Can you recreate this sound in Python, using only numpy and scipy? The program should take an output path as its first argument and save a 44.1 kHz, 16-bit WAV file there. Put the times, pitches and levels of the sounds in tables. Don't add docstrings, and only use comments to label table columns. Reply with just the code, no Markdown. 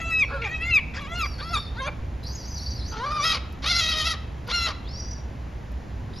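import sys
import numpy as np
from scipy import signal
from scipy.fft import rfft, irfft, next_fast_len
from scipy.io import wavfile
from scipy.ndimage import uniform_filter1d, map_coordinates

SR = 44100
rng = np.random.default_rng(int(sys.argv[2]) if len(sys.argv) > 2 else 0)


def persist_wave(psi):
    counts = np.round(np.clip(psi, -1, 1) * 32767).astype(np.int16)
    wavfile.write(sys.argv[1], SR, np.atleast_2d(counts).T)


N = 273420

# f/Hz, gain/dB
MIDDLE_RESONANCE = [(1500, -11), (1850, 8), (2100, 6), (2400, 12), (2700, 5.5), (2900, 1.5), (3200, -26)]


def mews(end_s=0.034, mew_rough=0.13, break_s=0.041, yelp_odd_db=-36, upper_share=0.73):
    # t/s, f/Hz, level/dB
    contours = [
        [(0.0, 657, -29.5), (0.05, 662, -32.5), (0.095, 670, -29.5), (0.135, 648.7, -18.5), (0.195, 642.4, -18),
         (0.218, 619, -16), (0.235, 553, -16), (0.26, 528, -36)],
        [(0.415, 536, -33), (0.452, 573.6, -25.5), (0.5, 625, -35), (0.55, 646, -25.5), (0.595, 630, -37.5),
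         (0.62, 657.4, -27.5), (0.7, 712, -25), (0.76, 633, -11), (0.802, 523, -21)],
        [(0.935, 483, -40.5), (0.972, 490, -31.5), (1.005, 581, -36.5), (1.06, 551, -37), (1.09, 652, -41),
         (1.13, 683, -30.5), (1.18, 721, -31.5), (1.225, 635, -21.5), (1.272, 505, -30)],
        [(1.38, 471.4, -47), (1.412, 542, -33), (1.45, 652, -38.5), (1.525, 697, -33.5), (1.542, 645, -20),
         (1.565, 601, -23), (1.598, 546, -33.5)],
    ]
    # hoarse start/s, yelp onset/s, middle/dB, upper/dB, yelp lift/dB, yelp roughness/0-1
    voices = [(0.025, .1, 4, -7.5, 22, .03), (.1, 0.704, 15, -0.5, 10.5, 0.05),
              (0.089, 1.18, -1, -6.5, 1.5, 0.18), (0.06, 1.52, -10, -9.5, 1.5, 0.22)]
    # f/Hz, gain/dB
    upper_resonance = [(2800, -39), (3250, 9.5), (3750, 1.5), (4500, -1), (5300, -6), (6400, -10),
                       (7500, -11.5), (10500, -26.5), (13500, -23)]
    track = np.zeros(N)
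    for rows, (start_s, yelp_s, middle_db, upper_db, lift_db, yelp_rough) in zip(contours, voices):
        t, pitch_hz, db = curves(rows)
        clear = clearness(t, start_s, end_s)
        yelp = ramp((t - yelp_s) / break_s)
        rough = mew_rough + (yelp_rough - mew_rough) * yelp
        middle_db = middle_db + lift_db * yelp * clear + 4 * (1 - clear)
        upper_db = upper_db + upper_share * lift_db * yelp * clear + 5 * (1 - clear)
        buzz, rough = syrinx(pitch_hz, clear, rough, yelp_odd_db * yelp, waver=0.046, jitter=0.045,
                             smear=0.48, twin=0.54, rasp=0.23, rasp_hz=4000, shimmer_db=7)
        voice = throat(buzz, middle_db, upper_db, MIDDLE_RESONANCE, upper_resonance)
        add(track, t, voice * amp(db + flutter_db(rough, full_db=2)))
    return track * amp(-0.54)


def grumbles(held_rough=0.063, bark_middle_db=6, bark_upper_db=-3):
    # t/s, f/Hz, level/dB
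    contours = [
        [(0.285, 451, -40), (0.35, 489, -34.5), (0.39, 443, -39), (0.43, 472, -37), (0.475, 389, -37),
         (0.5, 394, -61)],
        [(0.305, 540, -48), (0.325, 560, -34.5), (0.35, 558, -31), (0.39, 534, -46.5)],
        [(1.715, 397.8, -55), (1.755, 419, -48.5), (1.782, 497.6, -37.5), (1.805, 541.4, -30),
         (1.83, 516.5, -33), (1.86, 561.6, -31.5), (1.885, 583, -27), (1.905, 510, -44)],
    ]
    # hoarse start/s, hoarse end/s, middle/dB, upper/dB
    voices = [(0.067, 0.018, -17, -17.5), (0.0255, 0.029, -32, -37), (0.067, 0.047, -9.5, -9)]
    # f/Hz, gain/dB
    upper_resonance = [(2700, -40), (3200, 1), (3900, -3), (4600, 3.5), (5400, -24), (7000, -24),
                       (10500, -21), (13500, -42)]
    track = np.zeros(N)
    for rows, (start_s, end_s, middle_db, upper_db) in zip(contours, voices):
        t, pitch_hz, db = curves(rows)
        clear = clearness(t, start_s, end_s)
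        bark = 1 - clearness(t, 0, end_s)
        middle_db = middle_db + bark_middle_db * bark
        upper_db = upper_db + bark_upper_db * bark
        buzz, rough = syrinx(pitch_hz, clear, held_rough, odd_db=0, waver=0.061, jitter=0.033,
                             smear=0.19, twin=0.3, rasp=0.88, rasp_hz=3200, shimmer_db=7)
        voice = throat(buzz, middle_db, upper_db, MIDDLE_RESONANCE, upper_resonance)
        add(track, t, voice * amp(db + flutter_db(rough, full_db=3)))
    return track * amp(2)


def squawks(quaver_per_s=55, quaver_share=0.022, quaver_db=1.7):
    # t/s, f/Hz, level/dB, beak opening/0-1
    contours = [
        [(2.91, 433, -45, .3), (2.935, 434, -36, .1), (2.98, 431.5, -33.5, 0.36), (3.03, 499.5, -27, 0.03),
         (3.06, 581, -25.5, 0.14), (3.15, 616, -27.5, 0.21), (3.2, 583, -22, 0.18), (3.235, 593.6, -24.5, 0.74),
         (3.255, 650.3, -19, 0.59), (3.315, 641.4, -21, 0.75), (3.355, 562, -25.5, 0.69),
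         (3.39, 478, -35, 0.83)],
        [(3.62, 493.5, -43, 1), (3.65, 559.5, -26.5, 0.61), (3.695, 694.5, -21, .95), (3.79, 682, -21, 0.86),
         (3.82, 652, -21.5, .9), (3.875, 656.5, -22, 0.95), (3.94, 622, -26, 0.77), (4.02, 606, -25.5, 0.86),
         (4.045, 654, -23.5, 0.84), (4.12, 641, -24, 0.72), (4.165, 540, -40.5, 0.66)],
        [(4.465, 447.5, -48, 0.7), (4.488, 481, -32, .3), (4.502, 478.5, -26, 0.81), (4.522, 664, -28.5, 0.66),
         (4.543, 710, -21.5, .75), (4.61, 675.5, -25, 0.7), (4.66, 674, -22.5, 0.82), (4.705, 587, -30, 0.41),
         (4.73, 542, -36, 1)],
    ]
    # hoarse start/s, hoarse end/s, held roughness/0-1, odd harmonics/dB, quaver/0-1
    voices = [(.075, .07, 0.19, -8, .5), (0.055, 0.043, .23, -2, .9), (.07, 0.073, 0.13, -12, .15)]
    # f/Hz, gain/dB
    middle_resonance = [(1500, -28), (1850, 5.5), (2100, 7), (2400, 3), (2700, -0.5), (2900, 0), (3200, -2)]
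    upper_resonance = [(2750, -13.5), (3250, -2.5), (3950, -0.5), (4800, -3.5), (5700, -9), (6500, -16),
                       (7500, -26.5), (9200, -27), (10400, -21.5), (12000, -32), (13500, -40)]
    track = np.zeros(N)
    for rows, (start_s, end_s, held_rough, odd_db, quaver) in zip(contours, voices):
        t, pitch_hz, db, opening = curves(rows)
        clear = clearness(t, start_s, end_s)
        pressure = quaver * wobble(quaver_per_s, len(t))
        pitch_hz = pitch_hz * (1 + quaver_share * pressure)
        db = db + quaver_db * pressure
        middle_db = np.interp(opening, [0, 1], [-19, 5])
        upper_db = np.interp(opening, [0, 1], [-18.5, 11.5])
        buzz, rough = syrinx(pitch_hz, clear, held_rough, odd_db, waver=0.025, jitter=0.05, smear=0.33,
                             twin=0.9, rasp=0.6, rasp_hz=14000, shimmer_db=3.2, detune=0.075)
        voice = throat(buzz, middle_db, upper_db, middle_resonance, upper_resonance)
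        add(track, t, voice * amp(db + flutter_db(rough, full_db=2.5)))
    return track * amp(-0.56)


def syrinx(pitch_hz, clear, held_rough, odd_db, waver, jitter, smear, twin, rasp, rasp_hz, shimmer_db,
           detune=0.05, hoarse_rough=0.611):
    size = len(pitch_hz)
    rough = np.clip(hoarse_rough + (held_rough - hoarse_rough) * clear, 0, 0.95)
    pitch_hz = pitch_hz * (1 + rough * (waver * wobble(130, size) + jitter * wobble(600, size)))
    phase = 2 * np.pi * np.cumsum(pitch_hz) / SR
    cycle = np.exp(1j * phase)
    twin_cycle = np.exp(1j * phase * (1 + detune))
    odd_gain = amp(odd_db * clear)
    tone, twin_tone, buzz = 1, twin * rough, 0
    for order in range(1, 21):
        tone, twin_tone = tone * cycle, twin_tone * twin_cycle
        frayed = ramp(smear * order * rough + (order / 17) ** 3)
        gain = np.sqrt(1 - frayed ** 2) + frayed * fuzz(200 + 25 * order, size)
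        gain = gain * amp(shimmer_db * wobble(35.46, size))
        windpipe_lag = np.exp(2j * np.pi * rng.random())
        buzz = buzz + (odd_gain if order % 2 else 1) * np.real(windpipe_lag * gain * (tone + twin_tone))
    puffs = rng.standard_normal(SR)[:size] * (1 + cycle.real)
    hiss = filtered(puffs, lambda hz: 1 / (1 + (hz / rasp_hz) ** 4))
    return (1 - rough) * unit(buzz) + rasp * rough * hiss, rough


def throat(buzz, middle_db, upper_db, middle_resonance, upper_resonance):
    # f/Hz, gain/dB
    low_resonance = [(300, -26), (480, -4.5), (650, -13.5), (850, -2.5), (1150, -3.5), (1380, -1),
                     (1650, -5.5), (1900, -66)]
    gains = amp(np.broadcast_arrays(np.zeros(len(buzz)), middle_db, upper_db))
    gains = gains / np.linalg.norm(gains, axis=0)
    remaining_s = np.arange(len(buzz))[::-1] / SR
    fade_s = np.array([[0.01], [0.012], [0.03]])
    gains = gains * ramp(remaining_s / fade_s)
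    shapes = low_resonance, middle_resonance, upper_resonance
    return sum(gain * resonate(buzz, shape) for gain, shape in zip(gains, shapes))


def resonate(x, shape):
    low_hz, high_hz = shape[0][0], shape[-1][0]
    skirts = lambda hz: 1 / (1 + (hz / high_hz) ** 20) / (1 + (low_hz / (hz + 1)) ** 20)
    band = filtered(x, lambda hz: amp(along(shape, hz)) * skirts(hz))
    power = uniform_filter1d(uniform_filter1d(band ** 2, size=600), size=600)
    return band / np.sqrt(np.abs(power) + 1e-12)


def clearness(t, start_s, end_s, settle_s=0.027):
    return 1 - ramp(np.maximum(start_s - (t - t[0]), end_s - (t[-1] - t)) / settle_s)


def flutter_db(rough, full_db):
    return full_db * np.sqrt(rough) * wobble(162.1, len(rough))


def whistles(waver=0.028, drift=0.012, tremble_db=3, crack_db=2, pivot_hz=4810, upper_db_per_khz=9.5):
    # t/s, lower note f/Hz, level/dB
    contours = [
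        [(0.22, 4520, -53), (0.28, 4360, -54.5), (0.34, 3960, -53), (0.44, 4100, -58)],
        [(1.24, 4940, -37), (1.33, 4530, -46), (1.4, 4440, -43), (1.48, 4480, -41), (1.55, 4570, -39),
         (1.62, 4480, -42), (1.68, 4080, -52)],
        [(1.55, 3785, -34), (1.575, 3520, -23), (1.605, 3705, -35.5), (1.635, 3600, -57)],
        [(2.228, 4140, -49), (2.25, 4005, -42.5), (2.275, 4540, -36), (2.35, 5210, -42), (2.42, 4590, -42),
         (2.525, 4990, -41), (2.61, 4410, -35), (2.69, 4610, -40.5), (2.755, 4760, -42), (2.82, 3905, -41.5),
         (2.885, 4760, -39.5), (2.93, 4750, -39.5), (2.96, 4660, -60)],
        [(4.845, 3340, -46), (4.865, 3370, -48), (4.895, 4160, -43.5), (4.935, 4540, -41.5),
         (4.98, 4810, -34.5), (5.065, 4795, -39.5), (5.12, 4900, -40.5), (5.22, 4620, -56)],
        [(6.12, 3700, -70), (6.14, 3880, -48), (6.17, 3970, -48.5), (6.2, 4420, -50)],
    ]
    # upper/lower pitch ratio, upper note at pivot_hz/dB, hoarseness/0-1, wheeze/dB
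    voices = [(1.26, 1.5, 0.4, -26), (1.19, -1.5, 0.26, -21), (2.8, -12.5, 0.24, -19),
              (1.23, -1, .7, -23.5), (1.2, 6.5, 0.38, -38), (1.24, 6, 1, -18)]
    track = np.zeros(N)
    for rows, (ratio, upper_db, hoarse, wheeze_db) in zip(contours, voices):
        t, lower_hz, db = curves(rows)
        size, upper_hz = len(t), ratio * lower_hz
        upper_gain = amp(upper_db + upper_db_per_khz * (lower_hz - pivot_hz) / 1000)
        notes = 0
        for hz, gain in ((lower_hz, 1), (upper_hz, upper_gain)):
            bend = 1 + hoarse * waver * wobble(130, size) + drift * wobble(40, size)
            phase = 2 * np.pi * np.cumsum(hz * bend) / SR
            halo = 1 + hoarse * (fuzz(600, size) + 0.78 * fuzz(1600, size))
            flicker = amp(tremble_db * wobble(117.5, size) + crack_db * wobble(35.5, size))
            notes = notes + gain * flicker * np.real(halo * np.exp(1j * phase))
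        octave_above = np.exp(2j * np.pi * np.cumsum(2 * upper_hz) / SR)
        wheeze = unit(np.real(fuzz(1700, size) * octave_above))
        add(track, t, amp(db) * (notes / np.hypot(1, upper_gain) + amp(wheeze_db) * wheeze))
    return track * amp(-0.4)


def pecks(t60_s=0.033, highpass_hz=2500):
    # t/s, relative level/dB
    clicks = [(2.237, -50), (3.525, -49.5), (4.476, -47), (5.7179, -54.5)]
    track, t = np.zeros(N), np.arange(SR // 20) / SR
    for start_s, db in clicks:
        envelope = amp(db + 6.5 - 60 * t / t60_s)
        track[round(start_s * SR):][:len(t)] += envelope * rng.standard_normal(len(t))
    return filtered(track, lambda hz: hz / (hz + highpass_hz))


def place(x, left_db):
    # f/Hz, level/dB
    balance = [(60, -10), (130, -16), (280, -2.5), (600, -1), (1300, 0.5), (2800, 0.5), (6030, 0.5),
               (13000, -1)]
    # f/Hz, phase/rad
    lead = [(500, 0), (1150, .5), (1750, .8), (2500, .4), (3500, .1), (5500, -.1), (6800, -.5), (7700, -2),
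            (9500, -2), (13000, -1.3)]
    half = np.array([[0.5], [-0.5]])
    gain = lambda hz: amp(half * (left_db + along(balance, hz)))
    return filtered(x, lambda hz: gain(hz) * np.exp(1j * half * along(lead, hz)))


def car_park(x, tail_db, wall_db, wall_s=0.093, smear_s=0.024, near_db=-13, near_s=0.0069):
    # f/Hz, t60/s
    decay = [(300, 0.46), (2500, 0.78), (5000, 0.43), (12000, 0.1)]
    hz, frame_s, spectra = signal.stft(rng.standard_normal((2, SR)), SR, nperseg=256)
    tail = signal.istft(spectra * amp(-60 * frame_s / along(decay, hz)[:, None]), SR, nperseg=256)[1]
    tail = tail + tail[::-1] / 2
    t = np.arange(tail.shape[1]) / SR
    wall = rng.standard_normal(len(t)) * (t > wall_s) * np.exp(-np.abs(t - wall_s) / smear_s)
    near = rng.standard_normal(len(t)) * (t > 0.002) * np.exp(-t / near_s)
    response = amp(tail_db) * tail / np.linalg.norm(tail[0])
    response += amp(wall_db) * wall / np.linalg.norm(wall)
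    response += amp(near_db) * near / np.linalg.norm(near)
    return signal.fftconvolve(x[None], response, axes=1)[:, :N]


def traffic():
    # t/s, relative level/dB
    swell = [(0.0, -32.5), (1.2, -31.5), (1.85, -34), (2.05, -31), (2.47, -35.5), (2.85, -29.5),
             (3.05, -35), (3.45, -36), (3.65, -33.5), (5.8, -35), (6.2, -31)]
    # f/Hz, relative density/dB
    spectrum = [(20, -13.5), (32, -28), (45, -8), (55, -2), (63, 2.5), (72, 0), (84, -8), (115, -8),
                (160, -23.5), (260, -21.5), (450, -69)]
    times_s, db = np.transpose(swell)
    envelope = amp(np.interp(np.arange(N) / SR, times_s, db) + 1)
    return envelope * rush(spectrum, patchy_db=0) * amp([[-0.7], [0.7]])


def air(level_db=-40.5):
    # f/Hz, relative density/dB
    spectrum = [(88, -11), (150, -1.5), (184, -5), (430, -13.5), (519, -13.5), (985, -16), (1230, -22.5),
                (1800, -22.5), (3820, -33), (7230, -40), (8250, -49), (9240, -49.5), (13500, -50.5)]
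    return amp(level_db) * rush(spectrum, patchy_db=0.2)


def rush(spectrum, patchy_db):
    # f/Hz, correlation
    likeness = [(60, 1), (150, 0.94), (360, 0.76), (880, 0.11), (2170, 0.87), (5310, 1), (13000, -0.32)]
    spectra = signal.stft(rng.standard_normal((2, N)), nperseg=512)[2]
    patches = uniform_filter1d(rng.standard_normal(spectra.shape[1:]), size=6, axis=0)
    patches = uniform_filter1d(patches, size=14, axis=1)
    pair = signal.istft(spectra * amp(patchy_db * unit(patches)), nperseg=512)[1][:, :N]
    angle = lambda hz: np.arccos(np.clip(along(likeness, hz), -1, 1)) / 2
    split = lambda hz: [np.cos(angle(hz)), np.sin(angle(hz))]
    mid, side = filtered(pair, lambda hz: amp(along(spectrum, hz)) * split(hz))
    return unit(np.array([mid + side, mid - side]))


def amp(db):
    return 10 ** (np.asarray(db) / 20)


def unit(x):
    return x / np.sqrt(np.mean(x ** 2) + 1e-20)


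def ramp(x):
    return np.clip(x, 0, 1)


def along(points, hz):
    points_hz, values = np.transpose(points)
    return np.interp(np.log(hz + 1), np.log(points_hz), values)


def curves(rows):
    times_s, *columns = np.transpose(rows)
    t = np.arange(max(round(times_s[0] * SR), 0), min(round(times_s[-1] * SR), N)) / SR
    return [t] + [np.interp(t, times_s, column) for column in columns]


def wobble(knots_per_s, size):
    knots = rng.standard_normal(2048)
    coarse = np.arange(0, size + 8, 8)
    spline = map_coordinates(knots, [coarse * knots_per_s / SR], mode="wrap")
    return np.interp(np.arange(size), coarse, spline)


def fuzz(width_hz, size):
    return (wobble(width_hz, size) + 1j * wobble(width_hz, size)) / np.sqrt(2)


def filtered(x, response):
    size = x.shape[-1]
    padded = next_fast_len(size + 4096)
    return irfft(rfft(x, padded) * response(np.fft.rfftfreq(padded, 1 / SR)), padded)[..., :size]


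def add(track, t, x, fade_s=0.004):
    edge_s = np.minimum(t - t[0], t[-1] - t)
    track[round(t[0] * SR):][:len(x)] += x * ramp(edge_s / fade_s)


def scene():
    mew, grumble, squawk, whistle = mews(), grumbles(), squawks(), whistles()
    flock = place(mew, left_db=0.62) + place(grumble, left_db=-0.037) + place(squawk, left_db=0.51)
    flock += place(whistle + pecks(), left_db=-0.057)
    echoes = car_park(amp(-3.5) * mew + grumble + squawk, tail_db=-17, wall_db=-36)
    echoes += car_park(whistle, tail_db=-11.5, wall_db=-18)
    return flock + echoes + traffic() + air()


def record(dry, top_hz=13700):
    # f/Hz, gain/dB
    treble_dip = [(7000, -1.5), (7700, -6), (8300, -40.5), (9000, -1), (9600, 0.5)]
    return filtered(dry, lambda hz: amp(along(treble_dip, hz)) * (hz < top_hz))


dry = scene()
out = record(dry)
persist_wave(out)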